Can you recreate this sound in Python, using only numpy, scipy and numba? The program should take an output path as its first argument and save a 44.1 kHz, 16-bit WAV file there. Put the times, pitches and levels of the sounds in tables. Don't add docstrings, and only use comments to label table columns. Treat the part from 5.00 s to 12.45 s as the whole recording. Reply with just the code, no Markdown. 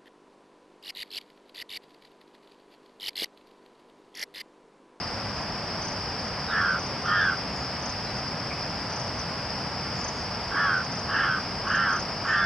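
import sys
import numpy as np
from scipy import signal
from scipy.fft import rfft, irfft, next_fast_len
from scipy.io import wavfile
from scipy.ndimage import uniform_filter1d, map_coordinates
from numba import njit

SR = 44100
rng = np.random.default_rng(int(sys.argv[2]) if len(sys.argv) > 2 else 0)


def store_wav(level_fs):
    pcm = np.round(np.clip(np.atleast_2d(level_fs), -1, 1) * 32767)
    wavfile.write(sys.argv[1], SR, pcm.T.astype(np.int16))


N = 328545
T = np.arange(N) / SR


def crow(rasp_db=-10, rasp_width_hz=550, overtone_width_hz=480):
    gain, pulse_hz, rough, throat_hz, width_hz, overtone_db, overtone_hz = caw_gesture()
    core, overtones = syrinx(pulse_hz, rough)
    rasp = undb(rasp_db) * rough * throat(noise(), throat_hz, rasp_width_hz)
    core = throat(core, throat_hz, width_hz) + rasp
    overtones = throat(overtones, overtone_hz, overtone_width_hz)
    caw = gain * (close_reflection(core) + undb(overtone_db) * close_reflection(overtones))
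    return place(caw, pan_db=-1.2, lag_ms=.002) + undb(-18.5) * scatter(caw, t60_s=.2)


def caw_gesture(attack_s=.115, release_s=.092, droop_db_per_s=8.5, scoop_hz=5.5, sag_hz_per_s=75,
                sag_limit_hz=15, edge_rough=.68, closed_hz=1544, closed_width_hz=660):
    # start in seconds, length in seconds, level in dB, held pulse rate in Hz, time
    # until the pitch sags in seconds, roughness at its clearest from 0 to 1, first and open throat
    # resonance in Hz, open bandwidth in Hz, relative overtone level in dB, overtone resonance in Hz.
    caws = [(1.47, 0.33, -24, 90.4, 0.1, .12, 1380, 1530, 1600, -22, 3380),
            (2.03, 0.33, -22.5, 95.87, 0.11, 0.08, 1240, 1560, 600, -16.5, 3520),
            (5.499, .34, -23.5, 89.2, .135, .08, 1490, 1580, 1700, -20.5, 3320),
            (6.069, 0.345, -24.5, 90.9, .165, .22, 1363, 1530, 1500, -15, 3230),
            (6.638, .368, -23.5, 91.1, .185, .16, 1370, 1430, 1100, -16.5, 3150),
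            (7.229, .35, -23, 91.9, 0.19, 0.07, 1340, 1560, 1500, -18.5, 3390)]
    rows = np.array(caws)
    current = np.maximum(np.searchsorted(rows[:, 0], T, side="right") - 1, 0)
    (start, length, peak_db, top_hz, hold, clear_rough,
     first_hz, open_hz, open_width_hz, upper_db, upper_hz) = rows[current].T
    age, remaining = T - start, start + length - T
    onset, ending = 1 - ramp(age / attack_s), 1 - ramp(remaining / release_s)
    droop_db = droop_db_per_s * np.maximum(age - attack_s, 0)
    level_db = peak_db - 16 * onset ** 2 - droop_db - 11 * ending ** 2
    gain = undb(level_db) * ramp(age / .016) * ramp(remaining / .016)
    sag_hz = np.clip(sag_hz_per_s * (age - hold), 0, sag_limit_hz)
    pulse_hz = uniform_filter1d(top_hz - scoop_hz * onset - sag_hz, size=1500) + .301 * walk(22)
    edge = np.maximum(1 - ramp(age / hold), 1 - ramp(remaining / .08))
    rough = clear_rough + (edge_rough - clear_rough) * edge
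    opening, closing = ramp((age - .099) / .087), ramp((age - hold) / .095)
    throat_hz = first_hz + (open_hz - first_hz) * opening + (closed_hz - open_hz) * sag_hz / sag_limit_hz
    width_hz = open_width_hz + (closed_width_hz - open_width_hz) * closing
    overtone_hz = upper_hz + (throat_hz - open_hz)
    overtone_db = upper_db - 64 * np.maximum(age - .18, 0)
    return gain, pulse_hz, rough, throat_hz, width_hz, overtone_db, overtone_hz


def syrinx(pulse_hz, rough, jitter_cycles=.033, shimmer_db=6.0, sweep=.048, flutter_db=3.5):
    # harmonic number, relative level in dB.
    core_harmonics = [(10, -11.5), (12, -12), (13, 3), (14, -3), (15, 3), (16, -1), (17, 3), (18, 2),
                      (19, 5), (20, 1.5), (21, -34), (22, -13.5), (25, -18.5), (28, -19.5)]
    # harmonic number, relative level in dB.
    overtone_harmonics = [(29, 6.5), (32, 1.5), (34, 1), (36, -15), (38, -3), (39, -10.5), (41, -24)]
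    cycles = np.cumsum(pulse_hz) / SR + jitter_cycles * rough * walk(130)
    shimmer = undb(shimmer_db * rough * walk(140))
    bands = []
    for points in (core_harmonics, overtone_harmonics):
        harmonics, levels_db = np.transpose(points)
        band = np.zeros(N)
        for k in range(round(harmonics[0]), round(harmonics[-1]) + 1):
            gain = undb(np.interp(k, harmonics, levels_db) + flutter_db * walk(22))
            band += gain * np.sin(2 * np.pi * (k * cycles + sweep * k ** 2))
        bands.append(shimmer * band)
    return bands


def throat(x, hz, width_hz):
    width_hz = np.full(N, width_hz, dtype=float)
    return steady(resonate(resonate(x, hz, width_hz), hz, width_hz))


def close_reflection(x, echo_s=.00723, echo_gain=.66, branches_db=-12):
    branches = undb(branches_db) * scatter(x, t60_s=.081)[0]
    return steady(x + echo_gain * delay(x, echo_s) + branches)


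def insect_chirps(stroke_s=.021, fall_hz=720, gap_s=.038, gap_shrink_s=.0053, step_hz=60):
    # start of the
    # last stroke in seconds, its level in dB, its top pitch in Hz, number of strokes.
    loud_phrases = [(.916, -35, 6500, 4), (1.86, -38, 6460, 3), (2.055, -39, 6200, 2),
                    (2.890, -37.5, 6530, 4), (3.994, -37, 6460, 4), (4.187, -41, 6240, 2),
                    (5.076, -36.5, 6550, 3), (5.987, -37, 6525, 3), (6.749, -42.5, 6600, 3),
                    (6.994, -37.5, 6510, 4)]
    out = np.zeros(N)
    t = T[:int(stroke_s * SR)]
    envelope = np.sin(np.pi * t / stroke_s)
    for last_s, db, top_hz, strokes in loud_phrases + far_phrases():
        for k, (loud, sharp) in enumerate(rng.standard_normal((strokes, 2))):
            start_s = last_s - k * gap_s + gap_shrink_s * k * (k - 1) / 2
            start = np.clip(int(start_s * SR), 0, N - len(t))
            hz = top_hz - k * step_hz + 35 * sharp - fall_hz * t / stroke_s
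            gain = undb(db - k ** 1.2 + 2.8 * loud)
            out[start:start + len(t)] += gain * envelope * np.sin(2 * np.pi * np.cumsum(hz) / SR)
    return place(out, pan_db=3.0, lag_ms=.041) + undb(-9) * scatter(out, t60_s=.13)


def far_phrases(first_s=.42, period_s=.915, jitter_s=.02, level_db=-48.5, top_hz=6600, strokes=3):
    return [(first_s + k * period_s + jitter_s * late, level_db, top_hz, strokes)
            for k, late in enumerate(rng.standard_normal(7))]


def small_birds():
    # start in seconds, length in seconds, first pitch in Hz, last pitch in Hz,
    # spectral smear in Hz, level in dB.
    calls = [(1.472, 0.081, 3930, 3500, 207, -47), (2.498, .19, 6900, 6650, 300, -58),
             (2.89, .05, 4120, 4100, 80, -52), (3.044, .09, 4150, 3900, 100, -50),
             (3.499, 0.05, 2200, 2450, 199, -39), (4.93, .14, 7100, 6700, 322, -57),
             (5.08, 0.2, 6800, 6050, 404, -54), (7.227, 0.16, 6900, 6716, 303.2, -57)]
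    out = np.zeros(N)
    for start_s, length_s, first_hz, last_hz, smear_hz, db in calls:
        progress = ramp((T - start_s) / length_s)
        phase = 2 * np.pi * np.cumsum(first_hz + (last_hz - first_hz) * progress) / SR
        blurred = walk(2 * smear_hz) * np.sin(phase) + walk(2 * smear_hz) * np.cos(phase)
        out += undb(db) * np.sin(np.pi * progress) * blurred
    return place(out, pan_db=-1.0, lag_ms=.01) + undb(-10) * scatter(out, t60_s=.49)


def insect_chorus(level_db=-40, throb_hz=42, throb_depth=.22, thin_db=-66):
    # frequency in Hz, relative spectral density in dB.
    buzz_spectrum = [(3900, -36.5), (4300, -14.5), (4600, -6), (4900, -1), (5250, -0.5), (5500, -4),
                     (5800, -14.5), (6250, -27), (6550, -36), (7600, -49.5)]
    # frequency in Hz, relative spectral density in dB.
    thin_spectrum = [(7300, -18.5), (8100, 2), (8450, 3.5), (8900, 0), (9600, -21.5)]
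    throb = 1 + throb_depth * np.sin(2 * np.pi * np.cumsum(throb_hz + 10 * walk(9)) / SR)
    near = unit(colour(noise() * throb * undb(.94 * walk(30)), buzz_spectrum))
    far = np.array([unit(colour(noise() * undb(.8 * walk(40)), buzz_spectrum)) for _ in range(2)])
    thin = np.array([unit(colour(noise(), thin_spectrum)) for _ in range(2)])
    thin *= undb(thin_db + .8 * walk(20))
    return undb(level_db) * (place(near, pan_db=2.5, lag_ms=.029) + far) + thin


def distant_rumble(level_db=-33.5, left_db=.33):
    # frequency in Hz, relative spectral density in dB.
    air_spectrum = [(25, -24), (48, -5.5), (62, -3.5), (130, 0.5), (230, -3), (330, -9.5), (700, -5.5),
                    (1000, -7), (2000, -13.5), (3000, -19), (4000, -26), (7300, -39.5), (10000, -47),
                    (15000, -63.5)]
    # frequency in Hz, level of side relative to mid in dB.
    side_spectrum = [(60, -37), (170, -22.5), (300, -11.5), (470, -16), (850, -22), (2200, -16),
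                     (3700, -10), (8000, 0)]
    mid = unit(colour(noise(), air_spectrum))
    side = colour(unit(colour(noise(), air_spectrum)), side_spectrum)
    return undb(level_db + .18 * walk(3.9)) * np.array([(mid + side) * undb(left_db), mid - side])


def scatter(x, t60_s):
    t = T[:SR]
    tails = rng.standard_normal((2, SR)) * undb(-60 * t / t60_s) * (t > .004)
    return np.array([signal.fftconvolve(x, tail / np.linalg.norm(tail))[:N] for tail in tails])


def place(x, pan_db, lag_ms):
    return np.array([x * undb(pan_db / 2), delay(x, lag_ms / 1000) * undb(-pan_db / 2)])


def delay(x, seconds):
    return map_coordinates(x, [np.arange(N) - seconds * SR], order=3)


@njit
def resonate(x, hz, width_hz):
    y, band_state, low_state = np.empty(len(x)), 0., 0.
    for i in range(len(x)):
        tuning, damping = np.tan(np.pi * hz[i] / SR), width_hz[i] / hz[i]
        band = (band_state + tuning * (x[i] - low_state)) / (1 + tuning * (tuning + damping))
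        band_state = 2 * band - band_state
        low_state += 2 * tuning * band
        y[i] = damping * band
    return y


def colour(x, points):
    hz, db = np.transpose(points)
    size = next_fast_len(N + SR // 2, real=True)
    log_hz = np.log(np.fft.rfftfreq(size, 1 / SR) + 1)
    log_gain = np.log(undb(np.interp(log_hz, np.log(hz), db)))
    cepstrum = irfft(log_gain, size)
    cepstrum[1:size // 2] *= 2
    cepstrum[size // 2 + 1:] = 0
    return irfft(rfft(x, size) * np.exp(rfft(cepstrum)), size)[:N]


def steady(x):
    window = SR // 30
    power = uniform_filter1d(uniform_filter1d(x ** 2, window), window)
    return x / np.sqrt(power + 1e-12)


def walk(rate_hz):
    step = max(int(SR / rate_hz), 1)
    stairs = np.repeat(noise()[:N // step + 1], step)
    return unit(uniform_filter1d(stairs, step)[:N])


def noise():
    return rng.standard_normal(N)


def ramp(x):
    return np.clip(x, 0, 1)


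def unit(x):
    return x / np.sqrt(np.mean(x ** 2))


def undb(db):
    return 10 ** (np.asarray(db) / 20)


def scene():
    return crow() + insect_chirps() + small_birds() + insect_chorus() + distant_rumble()


def record(dry):
    return signal.sosfilt(signal.ellip(8, .2, 70, 15700, fs=SR, output="sos"), dry)


dry = scene()
out = record(dry)
store_wav(out)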